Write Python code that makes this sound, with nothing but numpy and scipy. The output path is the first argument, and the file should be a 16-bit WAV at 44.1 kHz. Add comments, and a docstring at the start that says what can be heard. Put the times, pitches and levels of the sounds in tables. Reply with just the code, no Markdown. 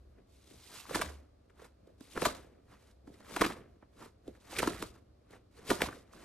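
"""At a table in a quiet room, fingertips press five times into the dried crust of a tray of slime.
The crust fizzes under load and snaps: snaps are clicks stretched into falling chirps, with low thuds and hiss.
Crackle and fizz are thousands of tiny ringing flakes; rubbing and peeling fingers stir them between presses.
A low murmur is wide room hush when faint and the slab creaking near the fingers when loud.
The table wobbles near 70 Hz, and two close microphone ports hear it all over a soft hush."""
import sys
import numpy as np
from scipy import signal
from scipy.fft import rfft, irfft, next_fast_len
from scipy.io import wavfile

SR = 44100
rng = np.random.default_rng(int(sys.argv[2]) if len(sys.argv) > 2 else 0)


def inscribe(sig):
    """Save sig as 16-bit PCM at rate SR to the path in sys.argv[1].

    A 1-D sig is mono; a 2-D sig holds one channel per row.
    Samples are clipped to [-1, 1] before scaling.
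    """
    pcm = np.round(np.clip(np.atleast_2d(sig).T, -1, 1) * 32767)
    wavfile.write(sys.argv[1], SR, pcm.astype(np.int16))


N = 275184  # samples in the scene

TRAVEL_S = 0.00602  # travel delay of 300 Hz; higher pitches take less


def crack(hz, octaves):
    """One fracture: a click coloured around hz whose treble travels fastest; peak 1, 64 samples of lead-in."""
    f = np.fft.rfftfreq(1024, 1 / SR) + 1
    colour = from_db(-12 * (np.log2(f / hz) / octaves) ** 2)
    # the second term moves the whole chirp earlier, to the front of the block
    travel = np.sqrt(300 * f) - 20 * f / np.sqrt(f[-1])
    wave = irfft(colour * np.exp(-4j * np.pi * TRAVEL_S * travel))
    return np.roll(wave, 64) / np.abs(wave).max()


# Snaps that stand out, levels before the small trims in snaps():
# (t/s, crack level/dB, crack f/Hz, thud f/Hz, thud level/dB, splinter hiss level/dB, tear length/s)
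BIG_SNAPS = [(.51, -54, 1780, 288, -48, -73, 0.0058), (.854, -41, 1000, 630, -69.5, -66, .003),
             (.894, -36.5, 1260, 324, -39, -53, 0.0044), (.908, -35.5, 1197, 466, -32.5, -45.5, 0.0068),
             (.932, -39, 1660, 334, -51, -49, .01), (.946, -22.5, 1550, 319, -39, -31.5, 0.016),
             (.956, -35, 1620, 306, -23, -37, 0.0047), (.969, -32, 1243, 564, -35.5, -50, 0.0034),
             (.99, -43, 1490, 452, -39, -47, 0.019), (1.014, -22, 1552, 603, -30.5, -31.5, 0.0097),
             (1.088, -42.5, 1710, 554, -49, -62, .0083), (1.101, -45, 1250, 322, -40, -59.5, 0.0032),
             (1.498, -57, 1680, 384, -59.5, -74, 0.0087), (1.595, -50, 1430, 363, -53, -67.5, 0.01),
             (1.617, -51, 1200, 444, -47, -62, 0.0097), (1.644, -50.5, 1550, 460, -58, -57, 0.011),
             (1.872, -82, 860, 367, -48.5, -71, 0.006), (2.008, -50.5, 1445, 234, -40, -54.5, 0.0059),
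             (2.156, -47, 1457, 410, -37, -54, 0.0032), (2.163, -34.5, 1230, 232, -37.5, -52, 0.0096),
             (2.175, -23.5, 1195, 344, -24.5, -40.5, .0043), (2.219, -24, 1171, 393, -21.5, -39.5, 0.0073),
             (2.228, -35, 1138, 407, -23, -38.5, 0.0031), (2.252, -18, 1417, 587, -24, -26, .012),
             (2.267, -29, 1193, 327, -20.5, -38.5, 0.0036), (2.306, -49.5, 1340, 345, -37.5, -62.5, 0.0047),
             (2.35, -47, 1480, 525, -42.5, -48, .0044), (3.073, -52.5, 1127, 273, -44, -65.5, .01),
             (3.14, -58, 1586, 248, -46, -63, 0.0058), (3.205, -53, 1553, 590, -48.5, -64, 0.0016),
             (3.266, -44.5, 1201, 313, -62, -74, 0.0029), (3.309, -49, 1260, 393, -41, -58.5, 0.0049),
             (3.363, -23.5, 1283, 320, -31.5, -37, 0.0086), (3.411, -17.5, 1500, 323, -18, -30.5, 0.011),
             (3.417, -16, 1317, 405, -17, -33, 0.0066), (3.438, -22, 1640, 323, -30.5, -40, 0.005),
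             (3.443, -22, 1750, 324, -26, -38, .014), (3.463, -27, 1516, 313, -25, -35, 0.0067),
             (3.501, -31.5, 1060, 322, -33, -50.5, 0.0058), (3.521, -37.5, 1890, 340, -52.5, -53.5, .0039),
             (3.565, -51, 1480, 447, -56, -63, 0.019), (3.594, -58, 1310, 215.5, -43, -70.5, 0.0043),
             (3.825, -48.5, 937, 262, -51.5, -83, .006), (4.016, -46, 1184, 374, -48, -66.5, .017),
             (4.056, -49, 1136, 414, -48, -76, .011), (4.279, -54.5, 1080, 319, -32, -57.5, 0.005),
             (4.351, -55, 1750, 228, -56.5, -73, .0064), (4.528, -48.5, 1910, 340, -41.5, -58, 0.0043),
             (4.568, -36, 1418, 496, -42.5, -40, 0.007), (4.587, -22, 2130, 364, -30.5, -28, 0.0087),
             (4.599, -27, 1470, 353, -28, -48, 0.0061), (4.622, -31, 1138, 344, -31, -37.5, .0093),
             (4.629, -20, 985, 452, -22.5, -39, 0.0036), (4.639, -33.5, 1610, 346, -42.5, -45.5, 0.0057),
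             (4.674, -19.5, 1164, 312, -18.5, -32.5, 0.0063), (4.745, -49, 1624, 313, -47.5, -63, 0.014),
             (4.825, -26, 1190, 315, -26.5, -34.5, 0.0039), (5.308, -67, 1984, 338, -59.5, -60, 0.006),
             (5.332, -48, 1110, 391, -49.5, -70.5, 0.0078), (5.584, -57, 1300, 428, -53.5, -72, 0.019),
             (5.703, -19.5, 1500, 360, -18, -28.5, 0.007), (5.712, -19, 894, 318, -19.5, -34, .0058),
             (5.729, -60, 1290, 327, -29, -52, 0.0049), (5.759, -49, 1680, 334, -39, -63, .007),
             (5.781, -40, 1290, 322, -49.5, -57, 0.0044), (5.804, -37, 1240, 377, -43, -50, 0.024),
             (5.819, -13.5, 1890, 428, -18.5, -27, 0.0033), (5.887, -30, 1200, 310, -36.5, -56, .004),
             (5.927, -37.5, 1440, 250, -45, -67, .003), (5.949, -52, 1410, 241, -47, -70, .004),
             (6.135, -45.5, 1240, 580, -63, -59, 0.0039)]
# Colour of fine fizz and splinters: (f/Hz, level/dB)
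FIZZ_COLOUR = [(2000, -0.5), (3200, -0.5), (3830, 2.5), (4600, 0.5), (5600, -3.5), (6300, -2.5),
               (7200, -3.5), (8500, -1.5), (11000, -10), (12800, -8), (14000, -6)]
FRACTURE_GAP_S, THUD_LAG_S = 0.002, 0.0012  # mean gap between fractures; thud starts after the crack
# faint cracks have a narrower colour, strong ones the full width
FAINT_DB, FULL_DB, FAINT_OCTAVES, FULL_OCTAVES = -42, -28, 0.55, 0.71


def snaps(rows, count=10):
    """A tear is a row of fractures, led by the largest, with a thud of the slab and a puff of splinters."""
    cracks, thuds, puffs = np.zeros((3, N + SR))
    t = np.arange(SR // 12) / SR
    chance = rng.random((len(rows), 4, count))
    order = np.arange(count)
    for row, (when, size, sign, tint) in zip(rows, chance):
        s, crack_db, crack_hz, thud_hz, thud_db, hiss_db, length = row
        length = np.clip(length, 0.001, 0.03)
        late = (order + 0.8 * when * (order > 0)) * FRACTURE_GAP_S
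        octaves = np.interp(crack_db, [FAINT_DB, FULL_DB], [FAINT_OCTAVES, FULL_OCTAVES])

        for k in np.flatnonzero(late < 0.8 * length):
            at = round((s + late[k]) * SR) - 64  # allow for the lead-in
            level_db = crack_db - 2.0 - 4.0 * size[k] * (k > 0)
            gain = from_db(level_db) * np.sign(sign[k] - 0.5)
            # each later piece has its own size, so its own pitch
            piece_hz = crack_hz * 2 ** (1.55 * (tint[k] - 0.5) * (k > 0))
            cracks[at:at + 1024] += gain * crack(piece_hz, octaves)

        rise_and_fade = t / (0.52 * length) * np.exp(1 - t / (0.46 * length))
        # the thud starts high and settles on the slab's pitch
        phase = 2 * np.pi * thud_hz * (t + 0.0012 * (1 - np.exp(-t / 0.003)))
        thud = rise_and_fade ** 2.43 * np.sin(phase + 2 * np.pi * sign[0])
        start = round((s + THUD_LAG_S) * SR)
        thuds[start:start + len(t)] += from_db(thud_db + 1.5) * thud

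        start = round((s - 0.002) * SR)  # splinters fly just before the break
        puffs[start:start + len(t)] += (from_db(hiss_db - 3.5) * rise_and_fade) ** 2

    splinters = rms_one(flakes(grains(12000, spread_db=3.0), FIZZ_COLOUR)) * np.sqrt(puffs[:N])
    return cracks[:N] + thuds[:N] + splinters


SMALL_SNAPS_PER_S, SMALL_SPREAD_DB = 22, 5
SMALL_OVER_DB = (8, 9, -0.5)  # most that crack, thud and hiss are set over crackle, murmur and fizz
SMALL_UP_TO_DB = -56  # under more strain than this the small breaks grow no further


def small_snaps(load_db):
    """Small breaks come at random, and grow with the strain of the moment up to a limit."""
    count = int(SMALL_SNAPS_PER_S * N / SR)
    when, size, crack_pitch, thud_pitch, length = rng.random((count, 5)).T
    s = 0.01 + when * (N / SR - 0.02)
    strain_db = np.minimum(load_db[:, (s * SR).astype(int)], SMALL_UP_TO_DB)
    levels_db = strain_db + np.array(SMALL_OVER_DB)[:, None] - SMALL_SPREAD_DB * size
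    crack_db, thud_db, hiss_db = levels_db
    crack_hz = 1100 + 700 * crack_pitch
    thud_hz = 230 + 270 * thud_pitch
    length_s = 0.004 + 0.01 * length ** 2
    return list(zip(s, crack_db, crack_hz, thud_hz, thud_db, hiss_db, length_s))


# Colour of the crackle in the middle of the range: (f/Hz, level/dB)
CRACKLE_COLOUR = [(300, -24.5), (700, 4.5), (1200, 6.5), (2000, 1.5), (3200, -9.5), (5000, -42.5),
                  (8000, -38.5)]


def loaded_crust(load_db):
    """Countless small fractures in clumps: crackle in the middle, fine fizz on top."""
    crackle_db, _, fizz_db = load_db
    slow_noise = through(rng.standard_normal(N), lambda hz: 1 / (1 + (hz / 40) ** 2))
    clumps = from_db(2.0 * rms_one(slow_noise))
    # a light touch rubs finely; under heavy load the crust crumbles in coarse shards
    coarse = np.clip((crackle_db + 62) / 14, 0, 1)
    rubbing = rms_one(flakes(grains(8000, spread_db=2.5), CRACKLE_COLOUR, cycles=19.0))
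    shards = rms_one(clumps * flakes(grains(700, spread_db=5.0), CRACKLE_COLOUR, cycles=16.0))
    mix = np.sqrt(1 - 0.8 * coarse) * rubbing + np.sqrt(0.8 * coarse) * shards
    fine = rms_one(clumps * flakes(grains(14000, spread_db=-1.5), FIZZ_COLOUR, cycles=40.0))
    return from_db(crackle_db) * mix + from_db(fizz_db) * fine


# Colour of the low murmur: (f/Hz, level/dB)
MURMUR_COLOUR = [(100, -4), (200, 3.5), (330, 2), (500, -2), (700, -5.5), (1100, -48.5)]


def low_murmur(load_db):
    """When faint, mostly the wide hush of the room; when loud, the slab creaking near the fingers."""
    murmur_db = load_db[1]
    mid, side = (rms_one(bending(grains(900, spread_db=3.5), MURMUR_COLOUR, TRAVEL_S)) for _ in range(2))
    wide_db = -np.clip(0.45 * (murmur_db + 66), 0, 12)  # louder is narrower
    return from_db(murmur_db) * spread(mid, from_db(wide_db) * side)


# Strain of the crust through each of the five presses:
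# (t/s, crackle level/dB, low murmur level/dB, fizz level/dB)
PRESS_CURVES = [
    [(.27, -95, -85, -81), (.32, -88, -96, -74.5), (.52, -75.5, -84, -65.5), (.66, -70, -75, -61.5),
     (.72, -60, -65, -54), (.78, -59, -63, -53), (.86, -63, -69, -60.5), (.96, -49.5, -43, -47),
     (1.15, -64, -64, -65.5), (1.21, -74, -63.5, -80), (1.31, -87, -83, -100)],
    [(1.98, -97, -85, -80), (2.02, -75, -69, -69.5), (2.14, -67, -72.5, -61.5), (2.25, -48, -52.5, -45.5),
     (2.3, -52, -51.5, -53.5), (2.48, -72, -65, -80), (2.61, -81.5, -69, -101)],
    [(3.05, -91, -84.5, -90), (3.12, -76, -65.5, -77), (3.2, -69, -67.5, -72), (3.27, -63, -64, -64),
     (3.3, -57, -56, -55), (3.4, -52, -52, -51), (3.51, -47, -50, -54), (3.54, -58.5, -57, -63),
     (3.62, -66.5, -60, -95), (3.78, -86.5, -73.5, -100)],
    [(4.4, -78, -76.5, -74), (4.45, -68.5, -67.5, -67.5), (4.56, -47, -51, -49), (4.66, -54, -49, -49),
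     (4.72, -50, -45, -54), (4.77, -53, -59, -56.5), (4.83, -55, -50, -55), (4.9, -75, -64, -88),
     (4.96, -66.5, -64.5, -72.5), (5.05, -90, -74, -99)],
    [(5.51, -85, -86, -81), (5.58, -66.5, -63.5, -68.5), (5.64, -64, -62.5, -68.5), (5.7, -51, -51, -43),
     (5.77, -56, -49, -54), (5.84, -50, -49, -51), (5.9, -56, -52, -57), (6.0, -68.5, -62, -68.5),
     (6.06, -73.5, -70.5, -82), (6.12, -77, -78, -95)],
]
# Fingers rub or peel off: (t/s, held/s, crackle level/dB, low murmur level/dB, fizz level/dB)
FINGER_RUBS = [(.18, 0.024, -76.5, -66, -94), (.52, .04, -78, -63, -82), (1.601, 0.056, -65, -65, -70),
               (1.88, 0.017, -75.5, -64, -84), (2.719, 0.027, -63.5, -65.5, -70.5),
               (2.8, 0.11, -74, -72.5, -73), (3.09, 0.017, -88, -59, -85),
               (4.008, 0.048, -59.5, -57, -62.5), (4.27, 0.024, -73.5, -62.5, -75.5),
               (4.36, 0.0081, -70.5, -66.5, -72.5), (5.33, .025, -63, -60, -70.5),
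               (6.15, .1, -62.5, -59, -64.5)]
RUB_RISE_DB_PER_S, RUB_FALL_DB_PER_S = 292, 341
# the triples below: crackle, murmur, fizz
REST_DB = (-87.5, -73.5, -99.5)  # steady level under everything
CRUMBLE_DB = (-20.5, -16.5, -14.5)  # after a snap, against its crack, thud and hiss
CRUMBLE_T60_S = (0.09, 0.13, 0.24)  # time to sink 60 dB
STRAIN_DB, STRAIN_T60_S = -1, 0.055  # swell before a snap: level against the crumble, time to climb 60 dB


def load():
    """Power of crackle, murmur and fizz adds up from rest, presses, rubs and the time around big snaps; in dB."""
    power = from_db(REST_DB)[:, None] ** 2 * np.ones(N)
    t = np.arange(N) / SR
    for press in PRESS_CURVES:
        pressed = (t > press[0][0]) & (t < press[-1][0])
        power += from_db(in_time(press)) ** 2 * pressed
    for s, held, *db in FINGER_RUBS:
        shape_db = swell(s, held, RUB_RISE_DB_PER_S, RUB_FALL_DB_PER_S)
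        power += from_db(db)[:, None] ** 2 * from_db(shape_db) ** 2

    rows = np.array(BIG_SNAPS)
    at = (rows[:, 0] * SR).astype(int)
    for layer, column in enumerate([1, 4, 5]):  # crack, thud and hiss levels
        kicks = np.zeros(N)
        kicks[at] = from_db(rows[:, column] + CRUMBLE_DB[layer]) ** 2
        crumble = dying(kicks, CRUMBLE_T60_S[layer])
        strain = dying(kicks[::-1], STRAIN_T60_S)[::-1]  # run backwards, so it climbs to the snap
        power[layer] += crumble + from_db(STRAIN_DB) ** 2 * strain
    return 10 * np.log10(power)


# Colour of the table's trembling: (f/Hz, level/dB)
TABLE_COLOUR = [(20, -40), (40, 1), (60, 8), (70, 11), (82, -0.5), (120, 2), (200, -46)]
# The hands shove the table: (t/s, level/dB)
TABLE_SHOVES = [(0.0, -57), (.1, -58), (.57, -63), (.96, -48), (1.04, -58), (1.94, -62.5), (2.26, -50),
                (2.36, -55.5), (2.66, -60), (2.88, -66), (3.09, -61.5), (3.44, -48.5), (3.58, -57),
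                (3.7, -60), (4.31, -61.5), (4.59, -48), (4.72, -48), (4.86, -52), (5.02, -64.5),
                (5.76, -57), (5.84, -50)]
SHOVE_RISE_DB_PER_S, SHOVE_FALL_DB_PER_S, TABLE_REST_DB = 350, 129, -66.5
# one jolt late in the first press sets the table ringing; the level is before the soft start
JOLT_AT_S, JOLT_DB, JOLT_HZ, JOLT_T60_S = 1.05, -39, 72, 0.6


def table():
    """The table trembles at its low mode and rings out once after a jolt."""
    tremble = rms_one(through(rng.standard_normal(N), lambda hz: from_db(at_hz(TABLE_COLOUR, hz))))
    t = np.maximum(np.arange(N) / SR - JOLT_AT_S, 0)
    fade = from_db(JOLT_DB - 60 * t / JOLT_T60_S)
    soft_start = 1 - np.exp(-t / 0.025)
    jolt = fade * soft_start * np.sin(2 * np.pi * JOLT_HZ * t)
    power = from_db(TABLE_REST_DB) ** 2
    for at, db in TABLE_SHOVES:
        power = power + from_db(db + swell(at, 0, SHOVE_RISE_DB_PER_S, SHOVE_FALL_DB_PER_S)) ** 2
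    return np.sqrt(power) * tremble + jolt


# Left port over right port: (f/Hz, level/dB)
PORT_TILT = [(60, 0), (130, -.5), (280, -3), (620, -5.5), (1340, 0.7), (2900, -1), (6400, -0.4),
             (13800, 0.5)]
# Phase by which the left port leads: (f/Hz, lead/radians)
PORT_PHASE = [(100, .05), (350, .15), (700, .55), (1210, .05), (3000, .4), (4650, 1.5), (5300, .2),
              (9000, 1.5), (10500, .2)]
# Scattered sound that differs between the ports: (f/Hz, level/dB)
PORT_SCATTER = [(30, -18), (100, -25), (350, -27), (700, -19), (1300, -25), (2500, -13), (5000, -5),
                (9000, -3), (13000, -8)]


def ports(x, shift_hz=60):
    """Two ports hear one wave with a tilt in level and phase, plus ever-changing scatter from hands and tray."""
    def left(hz):
        return from_db(at_hz(PORT_TILT, hz) / 2) * np.exp(0.5j * at_hz(PORT_PHASE, hz))

    shifting = rms_one(through(rng.standard_normal(N), lambda hz: 1 / (1 + (hz / shift_hz) ** 2)))
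    scatter = through(x * shifting, lambda hz: from_db(at_hz(PORT_SCATTER, hz)))
    right_wave = through(x, lambda hz: 1 / left(hz))
    return np.array([through(x, left) + scatter, right_wave - scatter])


ROOM_T60_S, ROOM_DB, WALL_CUT_HZ = 0.25, -16, 5000  # level is before widening


def room(x):
    """Dense dull reflections: noise that dies away, of unit energy before it is set in level and widened."""
    t = np.arange(SR // 2) / SR
    echo = rng.standard_normal((2, len(t))) * from_db(-60 * t / ROOM_T60_S)
    echo = through(echo, lambda hz: 1 / (1 + 1j * hz / WALL_CUT_HZ))
    mid, side = (signal.fftconvolve(x, e / np.linalg.norm(e))[:N] for e in echo)
    return from_db(ROOM_DB) * spread(mid, side)


# Colour of the room's hush: (f/Hz, relative level/dB)
HUSH_COLOUR = [(53, -30.5), (90, -3), (126, -16.5), (270, -14), (615, -22.5), (958, -31.5), (1130, -27.5),
               (1840, -37.5), (2230, -37.5), (3260, -39.5), (4380, -38.5), (14000, -56)]
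HUSH_DB = -71  # before widening


def background():
    """The hush of the room: two coloured noises, spread all around."""
    noise = rng.standard_normal((2, N))
    mid, side = rms_one(through(noise, lambda hz: from_db(at_hz(HUSH_COLOUR, hz))))
    return from_db(HUSH_DB) * spread(mid, side)


# Width of sound from all around: (f/Hz, side over mid level/dB)
SIDE_OVER_MID = [(60, -20.5), (110, -19.5), (200, -8.5), (370, -5), (670, 4.5), (1230, -0.5), (2260, -7),
                 (4130, 2.5), (7560, -4), (13800, 1)]


def spread(mid, side):
    """Left and right of a sound from all around, given two unrelated versions of it."""
    side = through(side, lambda hz: from_db(at_hz(SIDE_OVER_MID, hz)))
    return np.array([mid + side, mid - side])


def flakes(fractures, spectrum, cycles=31.0, count=28):
    """Fractures are dealt to flakes of many sizes; each rings at its own pitch, sinking 60 dB in some cycles."""
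    dealt, out = rng.integers(0, count, N), np.zeros(N)
    for k, hz in enumerate(np.geomspace(spectrum[0][0], spectrum[-1][0], count)):
        r = from_db(-60 * hz / (cycles * SR))  # loss per sample
        w = 2 * np.pi * hz / SR
        hits = fractures * (dealt == k) + 1e-18
        ring = signal.lfilter([1, 0, -1], [1, -2 * r * np.cos(w), r * r], hits)
        out += from_db(at_hz(spectrum, hz)) * np.sqrt(hz) * rms_one(ring)
    return out


def grains(per_s, spread_db):
    """Tiny fractures at random moments, of uneven size and either sign."""
    sizes = from_db(spread_db * np.minimum(rng.exponential(1, N), 4)) * rng.choice([-1, 1], N)
    return sizes * (rng.random(N) < per_s / SR)


def bending(x, spectrum, travel_s):
    """Bending waves run at a speed growing as the root of pitch: a click arrives as a falling chirp."""
    def response(hz):
        return from_db(at_hz(spectrum, hz)) * np.exp(-4j * np.pi * travel_s * np.sqrt(300 * hz))
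    return through(x, response)


def swell(start, held, rise, fall):
    """dB under the top: climbs at rise dB/s until start, holds, sinks at fall dB/s."""
    t = np.arange(N) / SR
    return -rise * np.maximum(start - t, 0) - fall * np.maximum(t - start - held, 0)


def dying(kicks, t60):
    """Power that sinks 60 dB in t60 seconds after each kick."""
    return signal.lfilter([1], [1, -from_db(-120 / (t60 * SR))], kicks + 1e-18)


def from_db(db):
    """Decibels to gain."""
    return 10 ** (np.asarray(db) / 20)


def rms_one(x):
    """Scale to unit rms."""
    return x / np.sqrt(np.mean(x ** 2) + 1e-20)


def in_time(rows):
    """Columns of a curve table at every sample."""
    s, *columns = np.transpose(rows)
    return [np.interp(np.arange(N) / SR, s, c) for c in columns]


def at_hz(points, hz):
    """A spectrum table read on a log frequency axis."""
    f, values = np.array(points).T
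    return np.interp(np.log(hz), np.log(np.maximum(f, 1)), values)


def through(x, response):
    """Filter by a response given as a function of Hz."""
    size = next_fast_len(x.shape[-1] + 4096)
    hz = np.fft.rfftfreq(size, 1 / SR) + 1
    return irfft(rfft(x, size) * response(hz), size)[..., :x.shape[-1]]


def scene():
    """Crust, table, murmur, room and hush together at the microphone."""
    load_db = load()
    snap = snaps(BIG_SNAPS + small_snaps(load_db))
    close = ports(snap + loaded_crust(load_db) + table())
    return close + low_murmur(load_db) + room(snap) + background()


CUTOFF_HZ = 13000


def record(dry):
    """A steep low-pass filter cuts the top, 45 dB down a little above the cutoff."""
    low_pass = signal.cheby2(12, 45, 1.07 * CUTOFF_HZ, fs=SR, output="sos")
    return signal.sosfilt(low_pass, dry)


dry = scene()
out = record(dry)
inscribe(out)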